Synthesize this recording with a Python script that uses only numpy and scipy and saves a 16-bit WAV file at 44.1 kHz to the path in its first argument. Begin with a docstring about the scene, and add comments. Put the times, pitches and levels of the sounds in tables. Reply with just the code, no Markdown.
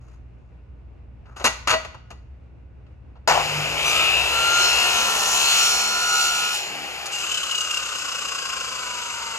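"""A mitre saw, to the left on a lawn: its motor kicks in and spins up, and the 40-tooth blade whines through
a strip of frame moulding and runs free; on release the gears coast down with a throb.
Beforehand its arm and guard clack twice as it is pulled down. Tones locked to the blade's and motor's turns,
coloured noise and decaying resonances make the saw; random tails make the answer of a shed wall.
Behind it a low background drone sinks while the saw cuts, with faint steady tones and stirring outdoor air."""
import sys
import numpy as np
from scipy import signal
from scipy.fft import rfft, irfft, next_fast_len
from scipy.io import wavfile
from scipy.ndimage import uniform_filter1d, map_coordinates

SR = 44100
rng = np.random.default_rng(int(sys.argv[2]) if len(sys.argv) > 2 else 0)


def wav_record(signal):
    """Record a signal, one row per channel, as 16-bit PCM in the file named by sys.argv[1]."""
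    frames = np.transpose(np.atleast_2d(signal))
    bounded = np.clip(frames, -1, 1)
    # unit amplitude maps onto the largest positive 16-bit level
    quanta = np.round(bounded * 32767).astype(np.int16)
    wavfile.write(sys.argv[1], SR, quanta)


N = 413658
T = np.arange(N) / SR  # s
ON_S, OFF_S = 3.275, 7.04  # trigger pressed and released
TEETH, GEAR_RATIO, PINION = 40, 4.97, 9  # blade teeth, motor turns per blade turn, pinion teeth


def amp(db):
    """Logarithmic level: decibels to linear gain."""
    return 10 ** (np.asarray(db) / 20)


def unit(x):
    """Power normalisation: scale to rms 1."""
    return x / np.sqrt(np.mean(x ** 2) + 1e-20)


def steady(x):
    """Running normalisation: x is held at rms 1 from moment to moment."""
    return x / np.sqrt(np.abs(uniform_filter1d(x ** 2, size=4000)) + 1e-9)


def along(points, hz):
    """Logarithmic pitch axis: (frequency [Hz], value) points interpolated at hz."""
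    f, v = np.transpose(points)
    return np.interp(np.log(hz + 1), np.log(f + 1), v)


def envelope(start, hold, attack, release):
    """Attack and decay: a straight rise, a hold and an exponential fall, all in seconds."""
    rise = np.clip((T - start) / attack, 0, 1)
    return rise * np.exp(-np.maximum(T - start - attack - hold, 0) / release)


def level(rows):
    """Amplitude modulation: (time [s], level [dB]) rows as a gain, faded out beyond their ends."""
    s, db = np.transpose(rows)
    gate = np.interp(T, [s[0] - .015, s[0], s[-1], s[-1] + .04], [0, 1, 1, 0])
    return gate * amp(np.interp(T, s, db))


def wobble(rate):
    """Slow random modulation: a smooth curve with rate knots a second."""
    coarse = T[::16]
    knots = rng.standard_normal(int(T[-1] * rate) + 4)
    return np.interp(T, coarse, map_coordinates(knots, [coarse * rate]))


def filtered(x, response):
    """Linear filtering: the spectrum of x times a response of frequency."""
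    m = next_fast_len(N + SR // 4)
    return irfft(rfft(x, m) * response(np.fft.rfftfreq(m, 1 / SR)), m)[..., :N]


def resonance(hz, centre_hz, width_hz):
    """Resonance curve: gain 1 at its centre and a half at the edges of its width."""
    return 1 / (1 + ((hz - centre_hz) / (width_hz / 2)) ** 2)


def shaped(x, spectrum, lo_hz=20, hi_hz=18000):
    """Spectral colouring: x through one band of a spectrum, at rms 1."""
    def response(f):
        edges = (1 + (lo_hz / (f + 1)) ** 8) * (1 + (f / hi_hz) ** 8)
        return amp(along(spectrum, f)) / np.sqrt(edges)
    return unit(filtered(x, response))


def noise():
    """White noise: equal power at all frequencies."""
    return rng.standard_normal(N)


def tones(turns, orders, slip, rate, waver_db=2):
    """Order tones: lines on multiples of a turn, wavering in level and slipping in phase (radians)."""
    total = 0
    for k, db in orders:
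        phase = 2 * np.pi * (np.round(k) * turns + rng.random()) + slip * wobble(rate)
        total = total + amp(db + waver_db * wobble(7.0)) * np.sin(phase)
    return unit(total)


def throb(turns, depth_db):
    """Periodic modulation: a swell once a turn, at rms 1."""
    return unit(amp(depth_db * np.cos(2 * np.pi * turns)))


def each_turn(turns, drift):
    """Cyclic excitation: a rough pattern repeats every turn and is renewed drift times a second."""
    pattern = rng.standard_normal((120, 480))
    return map_coordinates(pattern, [drift * T, 480 * turns], mode="grid-wrap", order=2)


def echoes(x, t60s, delay):
    """Reverberant decay: a stereo random tail in which each frequency dies at its own speed."""
    hz, t, z = signal.stft(rng.standard_normal((2, SR // 2)), SR, nperseg=256)
    decay = amp(-60 * t / along(t60s, hz)[:, None])
    tail = signal.istft(z * decay, SR, nperseg=256)[1]
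    delayed = np.pad(x, (int(delay * SR), 0))[None]
    return signal.fftconvolve(delayed, tail / np.linalg.norm(tail[0]), axes=1)[:, :N]


def rattle(start, count, bands_db, step_db, gap, widen):
    """Repeated impact: (time, band levels) contacts; each gap is widen times the last, levels step."""
    return [(start + gap * sum(widen ** np.arange(k)), np.add(bands_db, k * np.array(step_db)))
            for k in range(count)]


def knocks(contacts, colour, t60s):
    """Impact excitation: each contact shakes three bands (thud, clack, tick) and leaves a soft tail."""
    t = T[:SR // 2]
    tail = amp(-21 - 60 * t / 0.36)
    attack = 1 - np.exp(-t / 0.0013)
    shake = np.zeros((3, N))  # power per band
    for s, bands_db in contacts:
        hits = [(amp(db) * (amp(-60 * t / t60) + tail) * attack) ** 2 for db, t60 in zip(bands_db, t60s)]
        shake[:, round(s * SR):][:, :len(t)] += hits
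    bands = [(80, 1000), (1000, 3400), (3400, 18000)]  # Hz
    return sum(np.sqrt(power) * shaped(noise(), colour, *band) for power, band in zip(shake, bands))


# Spectrum of the outdoor air and low rumble: (frequency [Hz], relative level [dB])
YARD_SPECTRUM = [(25, -18.5), (69, -6), (125, -19.5), (621, -33.5), (1800, -46), (2750, -45), (3100, -55),
                 (7090, -67.5), (15000, -87)]
# Level of the low background drone: steady, then sinking while the saw cuts: (time [s], relative level [dB])
LOW_DRONE_LEVEL = [(0.0, -45), (4.31, -45), (6.58, -60), (9.38, -59)]
# Pitch of the low drone: (time [s], frequency [Hz])
DRONE_PITCH = [(1.3, 59.26), (2.3, 63.57)]
# Faint tones: (frequency [Hz], relative level [dB])
YARD_TONES = [(120, -52), (1464, -80)]


def yard(rumble_db=-2, drone_db=1.5, air_db=-55, side_db=-14, stir_db=-1.4):
    """Ambient noise: a low drone and faint tones, sinking together, sound under gently stirring outdoor air."""
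    mid, side = [shaped(noise(), YARD_SPECTRUM, lo_hz=42, hi_hz=154.0) for _ in range(2)]
    drone_turns = np.cumsum(np.interp(T, *np.transpose(DRONE_PITCH))) / SR
    drone = amp(drone_db) * np.sin(2 * np.pi * drone_turns + .6 * wobble(6.6))
    # each side has its own air and shares some
    air = np.array([shaped(noise(), YARD_SPECTRUM, lo_hz=132) for _ in range(2)])
    air = air + 0.52 * shaped(noise(), YARD_SPECTRUM, lo_hz=132.8)
    upper = filtered(air, lambda f: f / (f + 1200))
    air = unit((air - upper) * amp(stir_db * wobble(14)) + upper * amp(stir_db * wobble(15)))
    hum = sum(amp(db + 2 * wobble(6)) * np.sin(2 * np.pi * hz * T + wobble(3.3)) for hz, db in YARD_TONES)
    low_level = level(LOW_DRONE_LEVEL)
    rumble = amp(rumble_db) * mid + amp(side_db) * np.array([side, -side])
    return low_level * (drone + rumble) + amp(air_db) * air + hum * low_level / low_level.max()


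# Decay of the shed wall's answer: (frequency [Hz], time to fall 60 dB [s])
WALL_DECAY = [(150, 0.34), (1500, 0.62), (6000, 0.54), (14000, 0.0692)]


def wall(saw, wall_db=-17):
    """Reflection: the shed wall returns the saw 20 ms late as a tail."""
    return amp(wall_db) * echoes(saw, WALL_DECAY, delay=.02)


def scatter(saw, near_db=-9):
    """Scattering: nearby things return a short tail, opposite in sign at the two sides."""
    tail = echoes(saw, [(200, 0.069), (8000, 0.1573)], delay=.002)[0]
    return amp(near_db) * np.array([[1.], [-1.]]) * filtered(tail, lambda f: f / (f + 500))


# Knocks and rattles of arm, guard and trigger:
# (time [s], contacts [count], relative level [dB], thud over it [dB], tick over it [dB])
CLACKS = [(1.257, 1, -50.5, 0.5, -24), (1.365, 1, -35.5, 1, -11.5), (1.3984, 3, -32, 1.5, -15.5),
          (1.4422, 2, -11, -3.5, -0.5), (1.454, 1, -15, -7.5, 4.5), (1.4627, 2, -12, -9, -3.5),
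          (1.673, 2, -12.5, -9, -4.5), (1.694, 4, -12.5, -12, -3.5), (1.724, 3, -14, -4.5, -8),
          (1.848, 1, -30, -1, -5.5), (1.9444, 1, -39.5, 4.5, -10), (2.104, 2, -37.5, 1, -4.5),
          (2.865, 1, -57, 0, -20.5), (3.155, 3, -57, 7, -23), (7.057, 2, -32.5, -13, 11)]


def clack_contacts():
    """Repeated impact: parts rattle against their stops, duller with each contact."""
    contacts = []
    for s, count, db, thud_db, tick_db in CLACKS:
        bands_db = (db + thud_db, db, db + tick_db)
        contacts += rattle(s, round(count), bands_db, step_db=(.7, -.3, -1.0), gap=.0075, widen=0.81)
    return contacts


# Modes of the arm and guard: (frequency [Hz], relative level [dB], time to fall 60 dB [s])
ARM_MODES = [(642, -9.5, .14), (990, -7, 0.13), (1255, 1.5, 0.11), (1450, -35.5, 1.9), (1950, -7, 0.313),
             (2780, -4.5, .15), (2870, -34, 1.2), (4500, -14, 0.34), (6570, -21.5, 0.15)]


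def arm_ring(contacts):
    """Modal ringing: each contact sets off decaying sines, slightly varied in pitch and level."""
    t = T[:SR // 2]
    ring = np.zeros(N)
    for s, bands_db in contacts:
        modes = sum(amp(db + rng.normal(0, 1.0) - 60 * t / t60)
                    * np.sin(2 * np.pi * hz * rng.normal(1, .002) * t) for hz, db, t60 in ARM_MODES)
        ring[round(s * SR):][:len(t)] += amp(bands_db[1]) * modes
    return ring


# Colour of the arm's contacts and sliding: (frequency [Hz], relative level [dB])
CONTACT_SPECTRUM = [(100, -18), (280, -22.5), (450, -14.5), (900, -11), (1400, -7.5), (1750, -12.5),
                    (2700, -10.5), (3250, -14.5), (4500, -9.5), (5850, -13), (6600, -4.5), (7600, -18.5),
                    (11000, -23), (15500, -40.5)]
# The arm slides on its rails: (time [s], length [s], rub level [dB], hiss level [dB])
SLIDES = [(0.007, 0.13, -68, -72.5), (.38, 0.09, -76, -86), (1.251, 0.077, -56.5, -75.5),
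          (1.36, .05, -42.5, -46.5)]


def arm_slides():
    """Sliding friction: gritty noise in a low rub and a high hiss as the arm moves on its rails."""
    grit = noise() * amp(2.7 * wobble(160))
    rub = shaped(grit, CONTACT_SPECTRUM, lo_hz=299.6, hi_hz=1550)
    hiss = shaped(grit, CONTACT_SPECTRUM, lo_hz=2306)
    return sum(envelope(s, length, attack=0.007, release=0.037) * (amp(rub_db) * rub + amp(hiss_db) * hiss)
               for s, length, rub_db, hiss_db in SLIDES)


def handling(knock_db=-4, ring_db=-13):
    """Impact and friction: the arm slides, rattles against its stops and rings."""
    contacts = clack_contacts()
    knocking = knocks(contacts, CONTACT_SPECTRUM, t60s=(.08, .06, .045))
    return amp(knock_db) * knocking + amp(ring_db) * arm_ring(contacts) + arm_slides()


def base(thunk_s=1.733, thunk_db=-5, thunk_hz=639, t60=0.13):
    """Delayed resonance: the heavy base answers the second clack with a low ring that builds up slowly."""
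    t = np.maximum(T - thunk_s, 0)
    swell = amp(thunk_db - 60 * t / t60) * (1 - np.exp(-t / .02)) ** 2
    return swell * np.sin(2 * np.pi * thunk_hz * t + .4 * wobble(90))


# Colour of the jolted motor housing: (frequency [Hz], relative level [dB])
HOUSING_SPECTRUM = [(88, -48.5), (150, -22), (300, -25.5), (818, -2), (3540, -23.5), (7210, -25.5),
                    (8410, -38), (15000, -48)]
# Mains hum: (frequency [Hz], relative level [dB])
MAINS_TONES = [(100, -10), (150, 1), (200, -20)]


def kick(hum_db=-40, swell_db=-32, swell_s=3.585, swell_width_s=0.046):
    """Impact and inrush: gear teeth slam at switch-on; mains hums, swelling once, while current is high."""
    contacts = rattle(ON_S, count=9, bands_db=(-15, -14.5, -16), step_db=(-.45, -1.2, -2.1),
                      gap=0.0095, widen=1.13)
    current = amp(hum_db) * envelope(ON_S, hold=0.21, attack=.04, release=0.5)
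    current = current + amp(swell_db) * np.exp(-((T - swell_s) / swell_width_s) ** 2)
    mains = sum(amp(db) * np.sin(2 * np.pi * hz * T + 0.25 * wobble(7.4)) for hz, db in MAINS_TONES)
    return knocks(contacts, HOUSING_SPECTRUM, t60s=(.11, .07, .06)) + current * mains


# Blade speed under power: (time [s], speed [turns/s])
POWERED_SPEED = [(3.27, 8), (3.35, 29), (3.45, 42), (3.65, 54), (3.85, 59.4), (4.0, 62.7), (4.2, 66.4),
                 (4.4, 68.65), (4.6, 70.3), (4.8, 71.3), (5.0, 71.85), (5.25, 72.1), (5.7, 71.4),
                 (6.6, 71.6)]


def spin(coast):
    """Rotational phase: powered speed times the coasting share, summed into blade turns."""
    return np.cumsum(np.interp(T, *np.transpose(POWERED_SPEED)) * coast) / SR


# Colour of fan, brushes and roar: (frequency [Hz], relative level [dB])
RUNNING_SPECTRUM = [(130, -5.5), (260, -20), (400, -5.5), (800, -2.5), (1100, -5), (1400, -3.5),
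                    (1750, -6.5), (2400, 2.5), (2900, 1.5), (3600, -7), (4200, -8), (5120, -6.5),
                    (5750, -13.5), (7000, -8), (8000, -17), (15500, -26)]
# Armature lines: (multiple of the motor's turn [-], relative level [dB])
ARMATURE_ORDERS = [(1, 1.5), (2, 6.5), (3, -6), (5, 0), (12, 5)]


def motor(turns, air_db=-33, rasp_db=-26.5, line_db=-6, grain_db=-7, surge_db=14, surge_s=0.026,
          air_fade_db_per_s=2.5, rasp_fade_db_per_s=1.76, growl_db=-43, growl_hz=805, growl_width_hz=130):
    """Flow noise and shaft orders: air surges, then eases with the rasp; lines and growl grow with speed."""
    powered_s = np.clip(T, ON_S, OFF_S) - ON_S
    running = np.clip((T - ON_S) / 0.019, 0, 1)
    coasting = np.clip((T - OFF_S) / 0.37, 0, 1)
    surge = surge_db * np.exp(-powered_s / surge_s)
    air = amp(air_db + surge - air_fade_db_per_s * powered_s - 4.6 * coasting)
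    rasp = amp(rasp_db - rasp_fade_db_per_s * powered_s - 6.4 * coasting)
    shaft = GEAR_RATIO * turns
    fan = shaped(noise(), RUNNING_SPECTRUM, lo_hz=158, hi_hz=1030)
    grain = noise() + amp(grain_db) * each_turn(turns, drift=5)
    brushes = shaped(grain * throb(shaft, depth_db=1.5), RUNNING_SPECTRUM, lo_hz=1090)
    # square of the speed relative to its peak
    pull = (np.gradient(turns) * SR / np.max(np.transpose(POWERED_SPEED)[1])) ** 2
    lines = pull * tones(shaft, ARMATURE_ORDERS, slip=.3, rate=20)
    # the growl resonates in the housing
    growl = steady(filtered(noise(), lambda f: resonance(f, growl_hz, growl_width_hz) ** 2))
    growl = pull * (1 - coasting) * growl * amp(1.6 * wobble(12))
    return running * (air * (fan + amp(line_db) * lines) + rasp * brushes + amp(growl_db) * growl)


# Resonances of the gear case: (frequency [Hz], relative level [dB])
GEARCASE_SPECTRUM = [(300, -15), (520, 0.5), (760, -20), (1050, 5), (1500, 9.5), (1720, -5), (2400, 6.5),
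                     (2800, 15.5), (3400, 4), (4300, -1), (5380, 1), (5800, -10), (6300, 5), (6900, -3.5),
                     (7600, 3), (8300, -11), (11000, -14.5), (15500, -28)]
# Depth of the gears' throb: (time [s], share of full depth [-])
THROB_DEPTH = [(7.7, .55), (8.42, 1.0), (8.75, .6), (9.1, .4)]
# Loudest slams of the freed gears: (time [s], relative level [dB])
SLAMS = [(7.314, -27), (7.341, -26), (7.372, -28), (7.43, -27), (7.51, -25.5), (7.548, -26), (7.578, -29),
         (7.605, -25), (7.709, -24), (7.742, -26), (7.771, -26.5)]


def gears(turns, slowed, drone_db=-36, hoot_db=-41, case_db=-34, mesh_db=-45, overtone_db=-38,
          resonance_db=10, resonance_hz=2850, width_hz=160, chatter_db=-32, chatter_s=7.11,
          case_slowing_db=14, chatter_slowing_db=7, slam_tick_db=-6, hum_db=-54, sing_hz=7390, sing_db=-10):
    """Backlash impact: unloaded gears slam, then throb about every second blade turn, blurring as they slow.

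    Each slowing_db is lost per octave of speed."""
    shaft = GEAR_RATIO * turns
    beat = .52 * turns + .06 * wobble(7)
    settled = np.interp(T, *np.transpose(THROB_DEPTH))
    hoot = tones(shaft, [(4, 0), (5, -4), (6, -4)], slip=.95, rate=80)
    hoot = unit(filtered(hoot, lambda f: 1 / np.sqrt(1 + (f / 1580) ** 20)))
    mesh = tones(shaft, [(PINION, 0), (PINION + 1, -6), (PINION + 3, -12)], slip=.8, rate=70)
    # the mesh tone flares as it falls through the blade's resonance
    mesh = filtered(mesh, lambda f: 1 + amp(resonance_db) * resonance(f, resonance_hz, width_hz))
    overtone = tones(shaft, [(2 * PINION, 0), (2 * PINION + 1, -7), (2 * PINION + 2, -7)], slip=1.15, rate=130)
    overtone_colour = [(4200, -16), (4600, -1), (5000, -3), (5350, -1), (5600, -12)]  # (Hz, dB)
    overtone = filtered(overtone, lambda f: amp(along(overtone_colour, f)))

    low = amp(drone_db) * shaped(noise(), GEARCASE_SPECTRUM, lo_hz=430, hi_hz=1790) + amp(hoot_db) * hoot
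    mid = amp(case_db) * shaped(noise(), GEARCASE_SPECTRUM, lo_hz=1800, hi_hz=3120)
    mid = amp(-case_slowing_db * slowed) * mid * unit(amp(2 * wobble(35)))  # uneven
    body = low * throb(beat, depth_db=5 * settled) + mid * throb(beat, depth_db=7 * settled)
    glide = (amp(overtone_db) * overtone + amp(mesh_db) * mesh) * throb(beat, depth_db=6 * settled)
    hum = amp(hum_db) * np.sin(2 * np.pi * shaft + wobble(28)) * 4 ** -slowed

    ticks = shaped(noise() + each_turn(turns, drift=8), GEARCASE_SPECTRUM, lo_hz=3950)
    singing = steady(filtered(noise(), lambda f: resonance(f, sing_hz, 200) ** 2))
    chatter = amp(chatter_db - chatter_slowing_db * slowed) * (ticks + amp(sing_db) * singing)
    chatter = chatter * throb(beat, depth_db=3.2 * settled)
    slams = sum(amp(db) * envelope(s, hold=0.005, attack=0.002, release=0.004) for s, db in SLAMS)
    slams = slams * (steady(mesh) + amp(slam_tick_db) * ticks)
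    freed = np.clip((T - OFF_S) / 0.22, 0, 1)
    return freed * (body + glide + hum) + np.clip((T - chatter_s) / 0.016, 0, 1) * chatter + slams


# The blade rubs the side of the cut: (multiple of the blade's turn [-], relative level [dB])
RUB_ORDERS = [(2, -4), (3, 2), (4, 3)]


def kerf(turns, rub_db=-49, rub_s=6.68):
    """Rotating friction: once through, the blade rubs the side of the cut with a low burr."""
    burr = tones(turns, RUB_ORDERS, slip=.5, rate=25)
    return amp(rub_db) * burr * envelope(rub_s, hold=0.15, attack=0.03, release=.03)


# Grazes of the blade plate: (time [s], level [dB])
GRAZES = [(4.04, -23.5), (4.125, -23.5), (4.41, -27), (7.125, -25.5)]


def plate(plate_hz=2805):
    """Plate resonance: each graze sets the blade's plate ringing briefly."""
    ring = np.sin(2 * np.pi * plate_hz * T + 1.1 * wobble(130))
    return ring * sum(amp(db) * envelope(s, hold=0.021, attack=0.0057, release=0.064) for s, db in GRAZES)


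# Tooth lines driving the blade: (multiple of the blade's turn [-], relative level [dB])
SHRIEK_ORDERS = [(58, 19.5), (59, 11.5), (60, 25.5), (66, 11), (75, 7), (78, 13.5), (80, 10), (89, 4.5),
                 (98, 2), (101, 1)]
# Resonances of the blade in the cut: (frequency [Hz], width [Hz], relative level [dB])
BLADE_MODES = [(4240, 510, 13), (5380, 310, -0.5), (5720, 310, -2.5), (6366, 220, 4.5), (7160, 540, 10)]
# Swell of those five resonances: (time [s], then five relative levels [dB])
SHRIEK_LEVEL = [(4.3, -51, -52, -53, -51, -57), (4.57, -42.5, -37, -39, -31.5, -44),
                (4.65, -38, -25.5, -33, -34.5, -43), (4.78, -46, -33, -40, -40, -45),
                (5.14, -54, -38, -34, -37, -52), (5.33, -64, -32, -29, -32.5, -37.5),
                (5.49, -36, -36, -36, -34, -39.5), (5.63, -42, -25.5, -26, -33, -35.5),
                (5.96, -44, -35, -33, -39.5, -44.5), (6.18, -43, -45, -25, -37.5, -37),
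                (6.56, -53, -37, -38, -46, -48), (6.69, -55, -56, -55, -52, -53)]
# Single teeth catch: (time [s], length [s], multiple of the blade's turn [-], level [dB])
SQUEAKS = [(3.847, 0.039, 100, -25.5), (3.85, 0.14, 81, -35), (3.9, .08, 120, -34), (4.5, .06, 100, -35),
           (4.928, 0.069, 88, -29), (5.267, 0.099, 100, -45), (6.548, 0.087, 101, -35)]


def shriek(turns, shriek_db=-1, pattern_db=3):
    """Forced resonance: teeth drive the blade's modes, which swell in turn; some teeth catch and squeak."""
    teeth = tones(turns, SHRIEK_ORDERS, slip=.5, rate=55, waver_db=3.5)
    drive = teeth + amp(pattern_db) * each_turn(turns, drift=11) + noise()
    s, *levels = np.transpose(SHRIEK_LEVEL)
    rings = 0
    for (hz, width, db), swell in zip(BLADE_MODES, levels):
        ring = steady(filtered(drive, lambda f: resonance(f, hz, width) ** 2))
        rings = rings + amp(db) * level(np.transpose([s, swell])) * ring
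    slip = 1.15 * wobble(170)
    squeaks = 0
    for start, length, k, db in SQUEAKS:
        gain = amp(db) * envelope(start, length, attack=.015, release=.025)
        squeaks = squeaks + gain * np.sin(2 * np.pi * np.round(k) * turns + slip)
    return amp(shriek_db) * rings * throb(turns, depth_db=-0.5) + squeaks


# Lower lines of the moulding: (multiple of the blade's turn [-], relative level [dB])
WOOD_ORDERS = [(3, -8.5), (10, 1), (11, -0.5), (13, -0.5), (14, 5.5), (15, 0), (16, 0), (25, 3)]
# Level of the moulding's own drone while the blade is deep in it: (time [s], level [dB])
WOOD_LEVEL = [(4.55, -46), (4.8, -34.5), (5.1, -31), (5.7, -35.5), (6.55, -41)]


def moulding(turns, pattern, judder, roar_db=-30.0):
    """Sounding board: the moulding roars and sounds the lower orders, most when the blade is deep in it."""
    depth = envelope(3.36, hold=0.72, attack=1.0, release=0.64)
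    drone = tones(turns, WOOD_ORDERS, slip=.2, rate=40)
    roar = shaped(.5 * pattern + noise(), RUNNING_SPECTRUM, lo_hz=240, hi_hz=1750)
    return level(WOOD_LEVEL) * judder * drone + amp(roar_db) * depth * roar


# Colour of teeth in the wood: (frequency [Hz], relative level [dB])
RIP_SPECTRUM = [(400, -55), (750, 15), (1400, -6.5), (1950, -16.5), (2400, -4.5), (3100, -3.5),
                (3500, -4.5), (4200, -4), (5700, -8.5), (7300, -5.5), (8200, -10), (10200, -22),
                (10600, -7), (12600, -22), (15500, -17.5)]
# How hard the teeth bite: (time [s], relative level [dB])
BITE_LEVEL = [(3.78, -44), (3.88, -30), (4.13, -35.5), (4.33, -33.5), (4.61, -30), (5.05, -28.5),
              (5.65, -25), (5.94, -34), (6.22, -28), (6.51, -34.5), (6.55, -29), (6.72, -55)]
# Lines around half the tooth rate: (multiple of the blade's turn [-], relative level [dB])
HOWL_ORDERS = [(17, 2), (18, 7), (19, -2), (20, 5), (21, -8.5)]
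# Level of that howl: (time [s], relative level [dB])
HOWL_LEVEL = [(3.85, -37), (3.99, -26.5), (4.26, -49), (4.36, -25), (4.56, -20), (4.73, -28.5), (5.4, -33),
              (5.65, -26.5), (5.78, -33.5), (6.17, -22), (6.52, -31.5), (6.64, -55)]
# Resonance that the howl sweeps through: (frequency [Hz], relative level [dB])
HOWL_SPECTRUM = [(1100, -28), (1250, -5), (1390, 19.5), (1520, -18)]
# Lines around the tooth rate: (multiple of the blade's turn [-], relative level [dB])
WHINE_ORDERS = [(38, 6), (39, 3.4), (40, 10), (42, 3.6)]
# Level of that whine: (time [s], relative level [dB])
WHINE_LEVEL = [(3.78, -28), (4.0, -20), (4.3, -27), (4.83, -21.5), (5.23, -37), (5.52, -21.5), (5.76, -31),
               (6.46, -26.5), (6.7, -46)]


def cutting(turns, pattern_db=-3.0, chips_db=0.0, howl_db=-1, whine_db=-6, tear_db=-4):
    """Periodic cutting force: the same uneven teeth bite every turn, a comb of lines over torn chips."""
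    # the bite pattern of one turn drifts as the blade sinks in
    pattern = each_turn(turns, drift=5)
    bites = throb(TEETH * turns, depth_db=6.0) * throb(turns, depth_db=1.5)
    ripping = amp(pattern_db) * shaped(pattern * bites, RIP_SPECTRUM, lo_hz=1740)
    ripping = ripping + amp(chips_db) * shaped(noise() * bites, RIP_SPECTRUM, lo_hz=2900)
    # the grain of the wood makes the tones judder
    judder = unit(amp(.8 * (wobble(35) + wobble(160))))
    # alternately bevelled teeth howl at half the tooth rate and whine at the full rate
    half = tones(turns, HOWL_ORDERS, slip=.14, rate=45)
    howl = steady(shaped(half, HOWL_SPECTRUM)) * judder
    full = tones(turns, WHINE_ORDERS, slip=.3, rate=45)
    tear = shaped((pattern + noise()) * bites, RIP_SPECTRUM, lo_hz=2320, hi_hz=2730)
    whine = amp(whine_db) * full * judder + amp(tear_db) * tear
    board = moulding(turns, pattern, judder)
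    tonal = amp(howl_db) * level(HOWL_LEVEL) * howl + level(WHINE_LEVEL) * whine
    return level(BITE_LEVEL) * ripping + board + tonal


# The saw at the two ports: (frequency [Hz], left over right [dB], left lead [samples])
PORTS = [(200, -2, 6), (397, 1.5, 14.8), (775, 6.5, 10), (1260, 2, 2.8), (2150, 2.5, 6.6), (2784, 5, 2.05),
         (3403, 5, 6.88), (8640, -1.5, 6.66), (10760, 1.5, 4.82), (14000, -1, 3.84)]


def at_ports(saw):
    """Stereo differences: level and arrival time differ between the ports with frequency."""
    hz, lean_db, lead = np.transpose(PORTS)
    sides = np.array([[.5], [-.5]])

    def response(f):
        advance_s = sides * np.interp(f, hz, lead) / SR
        return amp(sides * np.interp(f, hz, lean_db)) * np.exp(2j * np.pi * f * advance_s)
    # sunk in the wood, the blade is heard from nearer the middle
    return filtered(saw, response) * amp(-2.2 * sides * envelope(5.4, hold=0.41, attack=0.59, release=0.2))


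def scene(coast_s=5.15):
    """Superposition: the saw, coasting exponentially from OFF_S, reaches the left first; wall and yard add."""
    coast = np.exp(-np.maximum(T - OFF_S, 0) / coast_s)
    turns = spin(coast)
    saw = handling() + base() + kick() + motor(turns) + gears(turns, slowed=-np.log2(coast))
    saw = saw + kerf(turns) + plate() + shriek(turns) + cutting(turns)
    return at_ports(saw) + scatter(saw) + wall(saw) + yard()


def record(dry, top_hz=15950):
    """Band limiting: a straight 300 Hz slope centred on top_hz ends the spectrum."""
    return filtered(dry, lambda hz: np.clip((top_hz - hz) / 300 + .5, 0, 1))


dry = scene()
out = record(dry)
wav_record(out)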